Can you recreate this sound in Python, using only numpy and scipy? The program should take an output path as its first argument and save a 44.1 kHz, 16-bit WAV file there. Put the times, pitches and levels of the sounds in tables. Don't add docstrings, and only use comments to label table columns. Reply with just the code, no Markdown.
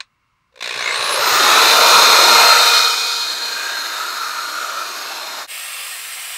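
import sys
import numpy as np
from scipy import signal
from scipy.fft import rfft, irfft, next_fast_len
from scipy.io import wavfile
from scipy.ndimage import uniform_filter1d, map_coordinates

SR = 44100
rng = np.random.default_rng(int(sys.argv[2]) if len(sys.argv) > 2 else 0)


def to_wav(s):
    ch = np.atleast_2d(s).T
    pcm = np.round(np.clip(ch, -1, 1) * 32767)
    wavfile.write(sys.argv[1], SR, pcm.astype(np.int16))


N = 280917
T = np.arange(N) / SR
TOP_HZ = 15700


def amp(db):
    return 10 ** (np.asarray(db) / 20)


def unit(x):
    return x / np.sqrt(np.mean(x ** 2) + 1e-20)


def curve(rows):
    return np.interp(T, *np.transpose(rows))


def ramp(start_s, length_s):
    return np.clip((T - start_s) / length_s, 0, 1)


def swell(peak_s, length_s):
    return np.exp(-2 * ((T - peak_s) / length_s) ** 2)


def wobble(rate):
    points = rng.standard_normal(int(N * rate / SR) + 4)
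    return map_coordinates(points, [T * rate])


def filtered(x, response):
    size = next_fast_len(N + 8192)
    hz = np.fft.rfftfreq(size, 1 / SR)
    return irfft(rfft(x, size) * response(hz), size)[..., :N]


def colour(x, spectrum, peaks=()):
    point_hz, point_db = np.transpose(spectrum)

    def response(hz):
        smooth_db = np.interp(np.log(hz + 1), np.log(point_hz + 1), point_db)
        bumps_db = sum(db * np.exp(-2 * ((hz - centre) / width) ** 2) for centre, width, db in peaks)
        return amp(smooth_db + bumps_db)

    return unit(filtered(x, response))


def band(x, low_hz, high_hz):
    return filtered(x, lambda hz: (hz >= low_hz) & (hz < high_hz))


def ring(pitch_hz, width_hz):
    noise = rng.standard_normal(N)
    return unit(filtered(noise, lambda hz: 1 / (1 + (2 * (hz - pitch_hz) / width_hz) ** 4)))


def patchy(x, depth_db):
    cells = signal.stft(x, nperseg=1024)[2]
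    field = rng.standard_normal(cells.shape)
    for _ in range(2):
        field = uniform_filter1d(field, size=3, axis=0)
        field = uniform_filter1d(field, size=16, axis=1)
    return signal.istft(cells * amp(depth_db * unit(field)), nperseg=1024)[1][:N]


def grit(turns, throb, grain_db, patchy_db):
    noise = patchy(rng.standard_normal(N), patchy_db)
    throbbing = 1 + throb * np.cos(2 * np.pi * turns)
    return noise * throbbing * amp(grain_db * wobble(900))


def lines(turns, orders, flutter_db, drift):
    total = 0
    for multiple, db in orders:
        flutter = amp(flutter_db * wobble(35))
        phase = 2 * np.pi * multiple * turns + drift * wobble(30)
        total = total + amp(db) * unit(flutter * np.sin(phase))
    return total


# (per Hz, relative)
YARD_COLOUR = [(15, -42), (25, -10), (54, -13), (103, -9), (158, -15.5), (450, -28), (811, -28),
               (1060, -10.5), (1810, -24), (2180, -20.5), (15000, -49)]
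# pitch_hz, width_hz, change_db
YARD_BUMPS = [(1080, 150, -0.5), (2230, 200, 4), (2450, 200, -4), (2730, 200, 5), (3400, 700, -4)]


def yard():
    return amp(-66 + wobble(7.2)) * colour(rng.standard_normal(N), YARD_COLOUR, YARD_BUMPS)


# start_s, level_db (before the quick rise and the decay)
LOW_THUMPS = [(0.255, -63), (0.754, -41), (0.988, -41), (1.188, -38), (1.319, -33), (1.631, -38),
              (2.353, -43)]


def low_thumps():
    start_s, level_db = np.transpose(LOW_THUMPS)
    since = np.maximum(T - start_s[:, None], 0)
    decay = amp(-60 * since / 0.146) * (1 - np.exp(-since / 0.0035))
    return amp(level_db) @ (np.sin(2 * np.pi * 125 * since) * decay)


def opening_rasp():
    since = np.maximum(T - .004, 0)
    fast = amp(-60 * since / 0.019)
    slow = amp(-17.5) * amp(-60 * since / 0.093)
    decay = (fast + slow) * (1 - np.exp(-since / 0.0013))
    noise = colour(rng.standard_normal(N), STARTING_COLOUR, HOUSING_BUMPS)
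    return amp(-16) * decay * band(noise, 540, 9300)


# (per Hz, relative)
BRIGHT_COLOUR = [(88, -56), (150, -35.5), (381, -33), (453, -20.5), (736, -14), (877, -14.5), (1040, -11.5),
                 (1480, -7), (1800, -8), (2760, -4), (3760, -10.5), (4750, -11), (6470, -15), (8330, -12.5),
                 (15500, -17)]
# pitch_hz, width_hz, change_db
BRIGHT_BUMPS = [(735, 100, 2), (890, 92, -3.5), (1483, 115, -7.5), (2700, 240, 2), (3640, 120, 0),
                (6600, 800, -2), (7500, 400, 5.5), (8270, 450, 4.5), (10900, 500, 4), (11900, 500, 1)]
# multiple of motor speed, level_db (compared with the hiss)
BRIGHT_TONES = [(4, -19), (5.27, -20), (9.05, -22), (10.54, -22), (18, -13.5)]


def light_sanding(turns):
    rubbing = grit(turns, throb=.04, grain_db=-0.5, patchy_db=1.5)
    hiss = colour(rubbing, BRIGHT_COLOUR, BRIGHT_BUMPS)
    tones = lines(turns, BRIGHT_TONES, flutter_db=4.5, drift=0.27)
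    return amp(-28.5 + 0.24 * wobble(8.7)) * (hiss + tones)


# peak_s, length_s, pitch_hz, level_db (before the mains pulses)
EDGE_CATCHES = [(0.892, 0.09, 2160, -24), (3.71, .43, 1608, -29)]


def squeals():
    total = 0
    for peak_s, length_s, pitch_hz, level_db in EDGE_CATCHES:
        total = total + amp(level_db) * swell(peak_s, length_s) * ring(pitch_hz, width_hz=0.084 * pitch_hz)
    return total


# (4 dB above mid-press, before the turning away)
LENS_PRESSES = [(1.276, 2.918, -18), (3.92, 4.867, -9)]
PRESS_RISE_S, PRESS_FALL_S, PRESS_GROWS_DB_PER_S = 0.27, 0.15, 3.5
TOUCH_S, TOUCH_DB = 1.07, -21
ROCK_HZ, ROCK_DB = 5.15, 2.5


def lens():
    force = amp(TOUCH_DB) * ramp(TOUCH_S, PRESS_RISE_S)
    for start_s, end_s, level_db in LENS_PRESSES:
        rise = ramp(start_s - PRESS_RISE_S / 2, PRESS_RISE_S)
        fall = 1 - ramp(end_s - PRESS_FALL_S / 2, PRESS_FALL_S)
        lean_db = PRESS_GROWS_DB_PER_S * (T - (start_s + end_s) / 2)
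        rock_db = -ROCK_DB * np.cos(2 * np.pi * ROCK_HZ * (T - start_s))
        force = force + rise * fall * amp(level_db - 4 + lean_db + rock_db)
    return force * amp(curve(MIC_TURNING)) * ring(1329, 270)


# peak_s, length_s, pitch_hz, level_db (before the mains pulses)
HOUSING_BUZZES = [(0.582, 0.057, 510, -51.5), (1.18, .11, 563, -26)]


def housing_buzz():
    total = 0
    for peak_s, length_s, pitch_hz, level_db in HOUSING_BUZZES:
        total = total + amp(level_db) * swell(peak_s, length_s) * ring(pitch_hz, width_hz=110)
    return total


# start_s, target turns per second, lag_s
TRIGGER_SQUEEZES = [(.585, 410, .51), (1.18, 469, .215)]
# time_s, turns per second
LOAD_LIMIT = [(2.6, 465), (3.15, 470), (3.7, 466), (4.25, 471.3), (4.8, 467.5), (5.44, 465), (5.55, 462.5),
              (5.85, 462.3), (6.05, 459)]


def motor_speed():
    speed = np.zeros(N)
    for start_s, target, lag_s in TRIGGER_SQUEEZES:
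        at = round(start_s * SR)
        speed[at:] = target + (speed[at] - target) * np.exp(-(T[at:] - start_s) / lag_s)
    return np.minimum(speed, curve(LOAD_LIMIT))


# start_s, level_db (before the surge)
TRIGGER_NOTCHES = [(.524, -39), (.557, -19), (0.606, -2), (0.623, 0)]
SURGE_DB, SURGE_S = 4, 0.031


def trigger():
    start_s, level_db = np.transpose(TRIGGER_NOTCHES)
    last_s = start_s[-1]
    surge_db = SURGE_DB * (T > last_s) * np.exp(-np.abs(T - last_s) / SURGE_S)
    steps = np.append(0, amp(level_db))
    return steps[np.searchsorted(start_s, T)] * amp(surge_db)


MAINS_HZ = 60
CHOP_POWER = 1.45


def mains_pulses(slowness):
    since = (T - .6072) % (1 / MAINS_HZ)
    kick = unit((1 - np.exp(-since / 0.00079)) * np.exp(-(since / 0.0088) ** 2))
    share = np.clip(slowness ** CHOP_POWER, 0, .96)
    return np.sqrt(1 - share + share * kick ** 2)


WHINE_DB, WHINE_SLOW_DB = -31.5, -8
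WHINE_FROM_SPEED, WHINE_FADE_DB = 143, -34


def commutator(turns, speed, slowness):
    fade_db = WHINE_FADE_DB * np.maximum(1 - speed / WHINE_FROM_SPEED, 0)
    level_db = WHINE_DB + WHINE_SLOW_DB * slowness + fade_db
    in_band = 40 * speed < TOP_HZ
    shudder = 0.0032 * wobble(400)
    whistle = lines(turns + shudder, [(40, 0)], flutter_db=3, drift=.6)
    return in_band * amp(level_db + 2.6 * wobble(120.3)) * whistle


# time_s, level_db
MIC_TURNING = [(2.52, -2), (2.75, -3.5), (2.95, -8.5), (3.42, -15.5), (4.1, -17), (5.1, -19)]
VIEW_TIMES = [.95, 1.4, 2.42, 2.92, 3.2, 3.9]
# (per Hz, relative)
STARTING_COLOUR = [(59, -38), (100, -26), (293, -22), (487, -5.5), (774, -10), (1090, 0.5), (2580, -0.5),
                   (3180, -4.5), (4100, 1.5), (4660, -5), (8580, -18.5), (15500, -35)]
CLOSE_COLOUR = [(35, -70), (60, -47), (385, -11), (453, -9), (829, -1), (1350, -2), (1630, -9),
                (2530, -9.5), (3190, -12.5), (4220, -5), (9300, -23), (13800, -21), (15500, -35)]
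TURNED_COLOUR = [(59, -72), (100, -47), (370, -18.5), (467, -12.5), (825, -12), (917, -5.5), (1090, -9.5),
                 (1340, 3.5), (1840, -8.5), (2520, -5), (2810, -12.5), (4190, 6), (5400, -3.5),
                 (15500, -27.5)]
AWAY_COLOUR = [(59, -73), (100, -50.5), (355, -16.5), (487, -22), (627, -10.5), (1040, -12), (1400, 0),
               (1840, -8.5), (3250, -12), (4190, -6), (4750, -9.5), (6810, -14), (9150, -23),
               (12000, -17.5), (15500, -30.5)]
# pitch_hz, width_hz, change_db
HOUSING_BUMPS = [(470, 63, 1), (623, 46, 1.5), (797, 167, -4), (1057, 36, 2), (1306, 177, -4.5),
                 (1620, 210, 0.5), (1764, 53, 2.5), (1930, 99, -0.5), (2250, 77, 0.5), (2570, 320, 3),
                 (2750, 150, -1), (3017, 144, 6.5), (3053, 270, -5.5), (3705, 220, 2), (4060, 420, 1.5),
                 (4560, 150, -3.5), (6630, 370, 4), (8420, 420, 4.5), (9330, 510, -3)]
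# pitch_hz, width_hz, change_db
TURNED_BUMPS = [(590, 95, -3.5), (750, 120, 6), (2760, 230, -2), (3100, 170, 10), (4000, 170, -3.5),
                (8340, 350, 1), (13200, 2900, 6.5)]
# each a list of multiple of motor speed, level_db
TONE_GROUPS = [
    [(1, 0)],
    [(2, 0), (3, -3)],
    [(5.27, 0)],
    [(7.905, 0), (8, -.5)],
    [(9, 0)],
]
# close_db, turned_db, away_db (compared with the rasp)
TONE_CARRY = [(-18, -26.5, -28.5), (-11, -18, -17.5), (-13, -16.5, -21), (-12.7, -14, -17.5),
              (-8, -11, -12)]
# peak_s, length_s, bearing_tone_db, gear_whine_db
LOAD_STRAINS = [(2.48, 0.17, -5.5, 5.5), (2.926, 0.35, 7, 2.5), (3.33, 0.31, 0.5, 8.5),
                (3.596, 0.21, 8.5, 4), (3.795, 0.066, -5, 9), (4.5, 0.13, -3, 7)]
RASP_DB, RASP_SLOW_DB = -10, -17.5
FAN_DB, FAN_SLOW_DB = -16, -21
TONES_SLOW_DB = -55
VENT_FROM_S, VENT_TO_S, VENT_LOSS_DB = 2.315, 3.16, -19


def drill(turns, slowness):
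    rasp_db = RASP_DB + RASP_SLOW_DB * slowness + curve(MIC_TURNING)
    vent_db = VENT_LOSS_DB * ramp(VENT_FROM_S, VENT_TO_S - VENT_FROM_S)
    fan_db = FAN_DB + FAN_SLOW_DB * slowness + vent_db
    source = grit(turns, throb=0.041, grain_db=0.5, patchy_db=2.0)
    views = [colour(source, STARTING_COLOUR, HOUSING_BUMPS),
             colour(source, CLOSE_COLOUR, HOUSING_BUMPS),
             colour(source, TURNED_COLOUR, HOUSING_BUMPS + TURNED_BUMPS),
             colour(source, AWAY_COLOUR, HOUSING_BUMPS)]
    view_shares = np.eye(4)[:, [0, 1, 1, 2, 2, 3]]
    weights = [np.interp(T, np.sort(VIEW_TIMES), shares) for shares in view_shares]
    rasp = sum(weight * unit(band(view, 1250, SR)) for weight, view in zip(weights, views))
    fan = sum(weight * unit(band(view, 0, 1250)) for weight, view in zip(weights, views))

    starting, close, turned, away = weights
    carry = amp(TONE_CARRY) @ np.array([starting + close, turned, away])
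    strain_db = 0
    for peak_s, length_s, bearing_db, gear_db in LOAD_STRAINS:
        strain_db = strain_db + np.outer([0, 0, bearing_db, 0, gear_db], swell(peak_s, length_s))
    tones = 0
    for gain, group in zip(carry * amp(strain_db), TONE_GROUPS):
        tones = tones + gain * lines(turns, group, flutter_db=2.0, drift=0.42)
    return amp(rasp_db) * (rasp + amp(TONES_SLOW_DB * slowness) * tones) + amp(fan_db) * fan


FULL_SPEED = 465


def scene():
    speed = motor_speed()
    turns = np.cumsum(speed) / SR
    slowness = np.clip(1 - speed / FULL_SPEED, 0, 1)
    judder = amp(0.41 * wobble(70))
    pulses = mains_pulses(slowness)
    running = trigger() * (drill(turns, slowness) + commutator(turns, speed, slowness))
    grinding = (running + housing_buzz() + lens() + squeals() * pulses) * pulses * judder
    dip = (T - 5.47) / 0.042
    before = grinding * np.clip(-dip, 0, 1)
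    after = light_sanding(turns) * np.clip(dip, 0, 1)
    mono = yard() + low_thumps() + opening_rasp() + before + after
    return np.array([mono, mono])


def record(dry):
    clipped = dry / (1 + np.abs(dry) ** 10) ** (1 / 10)
    return filtered(clipped, lambda hz: hz < TOP_HZ)


dry = scene()
out = record(dry)
to_wav(out)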